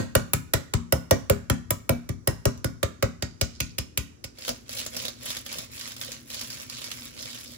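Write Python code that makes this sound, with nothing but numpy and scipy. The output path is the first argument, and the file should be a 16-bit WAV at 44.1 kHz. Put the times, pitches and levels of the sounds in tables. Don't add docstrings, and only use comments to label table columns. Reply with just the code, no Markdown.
import sys
import numpy as np
from scipy import signal
from scipy.fft import rfft, irfft, next_fast_len
from scipy.io import wavfile
from scipy.ndimage import uniform_filter1d, map_coordinates

SR = 44100
rng = np.random.default_rng(int(sys.argv[2]) if len(sys.argv) > 2 else 0)


def generate_wav(sig):
    pcm = np.round(np.clip(np.atleast_2d(sig).T, -1, 1) * 32767).astype(np.int16)
    wavfile.write(sys.argv[1], SR, pcm)


N = 333837
TIME = np.arange(N) / SR
AGE = np.arange(SR // 3) / SR
PALM_S, PALM_WIDTH_S = 4.506, 0.026

# f/Hz, level/dB
CRUNCH_TONE = [(400, -13), (1000, -2.5), (2200, -3), (3500, 1), (5000, 3), (7500, -0.5), (9500, -6),
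               (16000, -28.5)]
# f/Hz, level/dB
SPLINTER_TONE = [(4000, -27), (7000, 0), (8500, 2), (10300, 2), (13500, 0), (15600, 0.5), (16200, -29)]
# f/Hz, level/dB
KNOCK_TONE = [(200, -8), (400, -13), (540, 5), (650, 0.5), (800, -18), (1150, -18), (2200, -36.5)]


def taps():
    # t/s, thud/dB, knock/dB, crack/dB, extra treble/dB, shell ring/Hz
    hits = [(-0.03, -21.5, -21.5, -22.5, 3, 4170), (0.1512, -23, -20.5, -21, 2.5, 2970),
            (0.3331, -25.5, -36.5, -25.5, 10.5, 7150), (0.535, -26, -24, -22, 3, 3550),
            (0.7362, -22, -39, -28, 0.5, 3010), (0.9229, -23.5, -21.5, -26, 7.5, 5450),
            (1.109, -21, -17.5, -22, 2.5, 5720), (1.297, -21, -19.5, -25, 5.5, 2490),
            (1.4983, -20, -32, -25, 1, 3280), (1.7048, -28, -30.5, -27.5, 10.5, 7180),
            (1.892, -22.5, -23, -28, 7, 2410), (2.0897, -27.5, -44, -38, 0.5, 6660),
            (2.2726, -24, -27.5, -26, 7, 5250), (2.4535, -21, -23.5, -26, 2, 5560),
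            (2.643, -25.5, -31.5, -30.5, 2.5, 5320), (2.8285, -28, -25, -27, 0.5, 3540),
            (3.0247, -24.5, -25, -25, -1.5, 2270), (3.2222, -29.5, -36.5, -28.5, -7, 4640),
            (3.411, -29, -31.5, -23, -1.5, 5370), (3.6018, -32.5, -44, -24.5, -1.5, 2440),
            (3.7817, -34.5, -40, -27.5, 0.5, 5300), (3.9732, -33.5, -43, -24, 2, 3000),
            (4.2392, -45.5, -48, -35, -1.5, 5340)]
    # f/Hz, level/dB
    crack_tone = [(300, -29), (750, 7), (1400, 7), (2300, 3), (3500, -0.5), (5500, -0.5), (7500, -0.5),
                  (9000, 0.5), (11000, -4.5), (13500, -1.5), (15200, -2.5), (16500, -23)]
    # f/Hz, level/dB, time to fade by 60 dB/s, left over right/dB
    knock_modes = [(549, 9.5, 0.032, -18.5), (616.6, -4, 0.056, -10), (535.9, -22.5, 0.14, 5.5),
                   (677, -12, 0.078, 9)]
    hand_modes = [(318, 1, 0.045, -25.5), (376.7, -5.5, 0.059, 15.5), (402, -10.5, 0.16, 26.5)]
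    counter_modes = [(80.6, -25.5, 0.22, -18.5), (108.9, 13, 0.041, 4.5), (103.3, -19.5, 0.1, 5.5),
                     (135, -19, 0.3, 6), (169, -19.5, 0.46, 4), (207.6, -19, 0.31, 3),
                     (239.4, -16, 0.37, 4.5), (271.2, -13.5, 0.21, -12.5)]
    slab_modes = [(995, 2, 0.077, 6), (1192, -7, 0.14, -12), (1303, -4, 0.093, 6), (1456, -2, 0.13, -5),
                  (1885, 7, 0.059, -5), (2300, -10.5, 0.19, 1)]
    firm_db, firm_crush_s = -23, 0.0023
    gives_way_s, giving_s = 3.12, 0.32
    detune = 0.008
    out = np.zeros((2, N))
    for start, thud_db, knock_db, crack_db, treble_db, shell_hz in hits:
        broken = np.clip((start - gives_way_s) / giving_s, 0, 1)
        force_db = thud_db - firm_db
        crush_s = firm_crush_s * 2 ** min(-force_db / 17.5, 1)
        clack_db = 0.16 * force_db - 10 * broken
        tilt = [(1800, clack_db), (3000, 0), (7000, 0), (10000, treble_db)]

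        def crack_colour(hz):
            caving_patch = 4.9 * bump(hz, shell_hz, octaves=0.15)
            loose_plates = 6.5 * broken * bump(hz, 2176, octaves=0.33)
            return along(crack_tone, hz) + along(tilt, hz) + caving_patch + loose_plates

        breaks = unit_hit(fracture(crush_s, grain_db=1.8, trail_db=-8, trail_t60=0.02))
        crack = amp(crack_db) * stereo(breaks, crack_colour)
        knock = ring(knock_modes, rise_s=0.003, scatter_db=3, detune=detune)
        body = amp(knock_db) * right_late(knock, lag_s=0.00066)
        hand_db = thud_db + 0.33 * (knock_db - thud_db) - 5
        body += amp(hand_db) * ring(hand_modes, rise_s=0.00046, scatter_db=4, detune=detune)
        thud = amp(thud_db) * ring(counter_modes, rise_s=0.0066, scatter_db=2.5, detune=detune)
        body += filtered(thud, lambda hz: 1 + broken * amp(1) * resonance(hz, centre=61, q=1.7))
        slab = ring(slab_modes, rise_s=0.0046, scatter_db=8, detune=detune / 2)
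        slab *= amp(crack_db + clack_db - 12.5)
        tap = crack + slab + bending_waves(body, lag_s=0.00775)
        add(out, start, kitchen(tap, near_db=11.5, near_t60=0.16, build_s=0.0019))
    return out


def fracture(crush_s, grain_db, trail_db, trail_t60):
    t = AGE[:SR // 16]
    swell = (t / crush_s) ** 2 * np.exp(2 * (1 - t / crush_s))
    trail = amp(trail_db - 60 * t / trail_t60) * np.minimum(t / crush_s, 1) ** 2
    unevenness = amp(grain_db * wobble(2540, len(t)))
    breaks = (swell + trail) * unevenness * rng.standard_normal((2, len(t)))
    return np.pad(breaks, [(0, 0), (0, len(AGE) - len(t))])


def ring(modes, rise_s, scatter_db, detune):
    out = 0
    for hz, db, t60, balance_db in modes:
        wave = np.sin(2 * np.pi * hz * (1 + detune * rng.normal()) * AGE)
        fade = amp(db + scatter_db * rng.normal() - 60 * AGE / t60)
        out = out + sides(balance_db)[:, None] * wave * fade
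    onset = 1 - np.exp(-(AGE / rise_s) ** 2)
    return unit_hit(out * onset)


def bending_waves(x, lag_s):
    return filtered(x, lambda hz: np.exp(-4j * np.pi * lag_s * np.sqrt(100 * hz)))


def snaps():
    # t/s, rough peak level/dB, ring/Hz
    plates = [(2.575, -43.5, 6230), (4.3844, -36, 4660), (4.4789, -21.5, 3420), (4.4901, -19, 5500),
              (4.6922, -28, 4900), (4.8624, -23.5, 6900), (4.9653, -21.5, 5100), (5.0511, -21.5, 3600),
              (5.0814, -22, 3990), (5.2576, -28, 3150), (5.3025, -23.5, 3790), (5.3666, -24, 3460),
              (5.462, -27.5, 3220), (5.526, -26.5, 2320), (5.584, -23, 3870), (5.875, -29, 3320),
              (5.9179, -30.5, 3520), (5.9638, -32, 3530), (6.0122, -23.5, 3340), (6.0172, -32.5, 3350),
              (6.1172, -26.5, 6750), (6.301, -29, 3210), (6.3429, -25, 4600), (6.392, -28, 5280),
              (6.4115, -23, 5250), (6.4443, -32, 2960), (6.5011, -27.5, 5230), (6.6972, -26.5, 4500),
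              (6.8174, -33.5, 3830), (6.8412, -25, 4800), (6.914, -23.5, 2970), (7.225, -29, 5200)]
    crest_db = 13
    shell = lambda hz: np.maximum(along(CRUNCH_TONE, hz), along(SPLINTER_TONE, hz) - 5)
    out = np.zeros((2, N))
    for start, peak_db, plate_hz in plates:
        knock_db = -4 - 12.5 * max(start - PALM_S, 0)
        breaks = fracture(crush_s=0.0016, grain_db=1.5, trail_db=2, trail_t60=0.07)[:, :SR // 10]
        crack = stereo(breaks, lambda hz: shell(hz) + 7 * bump(hz, plate_hz, octaves=0.2))
        knock = stereo(breaks, lambda hz: along(KNOCK_TONE, hz))
        snap = unit_hit(crack) + amp(knock_db) * unit_hit(knock)
        add(out, start, amp(peak_db - crest_db) * snap)
    return out


def roll():
    # t/s, length/s, crunch/dB, knocking over crunch/dB, flake ring/Hz
    strokes = [(4.389, 0.095, -39, -13.5, 4260), (4.696, 0.13, -36.5, -10.5, 3530),
               (4.906, 0.15, -38, -5.5, 3740), (5.206, 0.14, -36.5, -14.5, 3500),
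               (5.446, .15, -39.5, -9.5, 3430), (5.717, .17, -39.5, -16, 3340),
               (5.97, 0.17, -41, -12.5, 3620), (6.269, 0.36, -40.5, -13.5, 4300),
               (6.672, 0.4, -42.5, -13, 4500), (7.126, .135, -42.5, -9.5, 5170),
               (7.225, 0.19, -42, -16, 4000), (7.397, 0.15, -46.5, -10.5, 4940)]
    # f/Hz, level/dB
    rumble_tone = [(25, -12), (55, 7), (85, -9), (120, 19.5), (175, -4), (240, 18), (300, -6.5),
                   (600, -28.5)]
    _, _, full_db, knock_db, ring_hz = np.transpose(strokes)
    pushes = np.array([db + push(start, length) for start, length, db, _, _ in strokes])
    strongest, crunch_db = pushes.argmax(axis=0), pushes.max(axis=0)
    eased_db = full_db[strongest] - crunch_db
    flake_hz = ring_hz[strongest] * 2 ** (-1.43 * eased_db)
    palm = np.exp(-((TIME - PALM_S) / PALM_WIDTH_S) ** 2)
    rolling = np.clip((TIME - PALM_S) / PALM_WIDTH_S, 0, 1)
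    splinters = amp(crunch_db - 5.5)
    knocking = amp(crunch_db + knock_db[strongest]) + amp(-36) * palm
    rumble = amp(-56) * rolling + amp(-43) * palm
    out = amp(crunch_db) * flakes(flake_hz)
    out += splinters * crackle(SPLINTER_TONE, per_s=140, spread_db=4.5, life_s=0.004, bed=0.31)
    out += knocking * crackle(KNOCK_TONE, per_s=230, spread_db=6, life_s=0.0016, bed=0.3)
    out += rumble * crackle(rumble_tone, per_s=210, spread_db=1.5, life_s=0.0085, bed=0.69)
    return out


def push(start, length):
    lean_s, lean_db, ease_db_per_s, release_db_per_s = 0.078, 12, 7.5, 167.5
    age = TIME - start
    lean = lean_db * np.maximum(1 - age / lean_s, 0) ** 2
    ease = ease_db_per_s * np.maximum(age - lean_s, 0)
    release = release_db_per_s * np.maximum(age - length, 0)
    return -np.minimum(lean + ease + release, 120)


def flakes(flake_hz):
    breaks = crackle(CRUNCH_TONE, per_s=700, spread_db=4.7, life_s=0.0022, bed=0.12)
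    spectra = signal.stft(breaks, nperseg=512)[2]
    patches = uniform_filter1d(rng.standard_normal(spectra.shape[1:]), size=4, axis=0)
    patches = uniform_filter1d(patches, size=5, axis=1)
    crunch = signal.istft(spectra * amp(2.2 * unit(patches)), nperseg=512)[1][:, :N]
    centres = np.geomspace(2300, 6000, 6)
    ringing = 0
    for centre, only_this in zip(centres, np.eye(len(centres))):
        share = np.interp(flake_hz, centres, only_this)
        ringing += share * filtered(crunch, lambda hz: resonance(hz, centre, q=2.8))
    return unit(crunch + 1.3 * ringing)


def crackle(tone, per_s, spread_db, life_s, bed):
    sizes = amp(spread_db * np.minimum(rng.exponential(size=N), 3))
    breaks = sizes * (rng.random(N) < per_s / SR)
    power = signal.lfilter([1], [1, -np.exp(-2 / (life_s * SR))], breaks ** 2)
    envelope = np.sqrt(power / power.mean() + bed)
    return unit(stereo(envelope * rng.standard_normal((2, N)), lambda hz: along(tone, hz)))


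def grip():
    # t/s, length/s, level/dB
    squeezes = [(3.227, .11, -65.5), (3.42, 0.15, -54.5), (3.582, 0.085, -56)]
    level = sum(amp(db + push(start, length)) for start, length, db in squeezes)
    creak = crackle(CRUNCH_TONE, per_s=300, spread_db=6, life_s=0.0012, bed=0.1)
    return level * unit(filtered(creak, lambda hz: resonance(hz, centre=4700, q=2.1)))


def kitchen(x, near_db, near_t60, build_s):
    # f/Hz, level/dB
    echo_tone = [(70, -0.5), (150, -9), (280, -3.5), (550, -10), (1100, -3.5), (3000, -6.5), (7000, -3.5),
                 (10000, -13.5), (16000, -16.5)]
    # f/Hz, time to fade by 60 dB/s
    decay_times = [(100, 0.95), (300, 0.25), (600, 0.37), (1400, 0.51), (5000, 0.45), (14000, 0.34)]
    hz, t, noise = signal.stft(rng.standard_normal((2, len(AGE))), SR, nperseg=128)
    room = amp(-60 * t / along(decay_times, hz)[:, None])
    near = amp(near_db - 60 * t / near_t60)
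    fade = np.hypot(room, near) * (1 - np.exp(-(t / build_s) ** 2))
    fade /= np.sqrt(np.mean(fade ** 2, axis=1, keepdims=True) * len(AGE))
    tail = signal.istft(noise * fade, SR, nperseg=128)[1]
    echo = signal.fftconvolve(x, tail, axes=1)[:, :x.shape[1]]
    return x + filtered(echo, lambda hz: amp(along(echo_tone, hz)))


def hush():
    # f/Hz, level/dB
    hush_tone = [(20, -45.5), (50, -3), (120, -0.5), (180, -17), (240, -4.5), (400, -10.5), (800, -25),
                 (1400, -24), (3000, -42.5), (6000, -27), (10000, -40), (16000, -54)]
    return amp(-53.5) * unit(stereo(rng.standard_normal((2, N)), lambda hz: along(hush_tone, hz)))


def stereo(pair, colour_db):
    # f/Hz, likeness (1 the same, -1 opposite)
    likeness = [(100, 1), (300, 0.48), (640, -0.79), (1400, -0.24), (3000, 0), (7000, -0.5), (9500, 0.29)]
    # f/Hz, left over right/dB
    balance = [(60, -3.5), (120, 7), (200, 4.5), (380, 0), (600, -6.5), (1200, 0), (2400, -2.5),
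               (4400, -5.5), (8000, -0.5), (12000, -0.5)]
    n = pair.shape[1]
    padded = next_fast_len(n + 1024, real=True)
    hz = np.fft.rfftfreq(padded, 1 / SR)
    angle = np.arccos(np.clip(along(likeness, hz), -1, 1)) / 2
    mid, side = rfft(pair, padded) * amp(colour_db(hz)) * [np.cos(angle), np.sin(angle)]
    left_right = np.array([mid + side, mid - side]) * sides(along(balance, hz))
    return irfft(left_right, padded)[:, :n]


def right_late(pair, lag_s):
    return filtered(pair, lambda hz: np.exp(np.pi * 1j * lag_s * np.array([hz, -hz])))


def sides(balance_db):
    gains = np.array([amp(balance_db / 2), amp(-balance_db / 2)])
    return gains / np.sqrt(np.mean(gains ** 2, axis=0))


def amp(db):
    return 10 ** (np.asarray(db) / 20)


def unit(x):
    return x / np.sqrt(np.mean(x ** 2) + 1e-20)


def unit_hit(x):
    return x / np.sqrt(np.mean(x[..., :SR * 3 // 100] ** 2) + 1e-20)


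def along(points, hz):
    freqs, values = np.transpose(points)
    return np.interp(np.log(hz + 1), np.log(freqs + 1), values)


def bump(hz, centre, octaves):
    return np.exp(-(np.log2((hz + 1) / centre) / octaves) ** 2)


def resonance(hz, centre, q):
    return 1 / (1 + 1j * q * (hz / centre - centre / (hz + 1)))


def filtered(x, response):
    n = x.shape[-1]
    padded = next_fast_len(n + 4096, real=True)
    hz = np.fft.rfftfreq(padded, 1 / SR)
    return irfft(rfft(x, padded) * response(hz), padded)[..., :n]


def wobble(per_s, n):
    points = rng.standard_normal(int(n * per_s / SR) + 4)
    return map_coordinates(points, [np.arange(n) * per_s / SR])


def add(track, start, sound):
    i = round(start * SR)
    part = sound[:, max(-i, 0):N - i]
    track[:, max(i, 0):max(i, 0) + part.shape[1]] += part


def scene():
    crushing = snaps() + roll() + grip()
    return taps() + kitchen(crushing, near_db=15, near_t60=0.11, build_s=0.0034) + hush()


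def record(dry):
    bass_hz, shared_hz, top_hz = 50, 8200, 16600
    thinned = signal.sosfilt(signal.butter(4, bass_hz, "high", fs=SR, output="sos"), dry)
    treble = filtered(thinned, lambda hz: 0.5 + 0.5 * np.tanh((hz - shared_hz) / 250))
    shared = right_late(np.array([treble[0], -treble[0]]), lag_s=0.000227)
    return filtered(thinned - treble + shared, lambda hz: hz < top_hz)


dry = scene()
out = record(dry)
generate_wav(out)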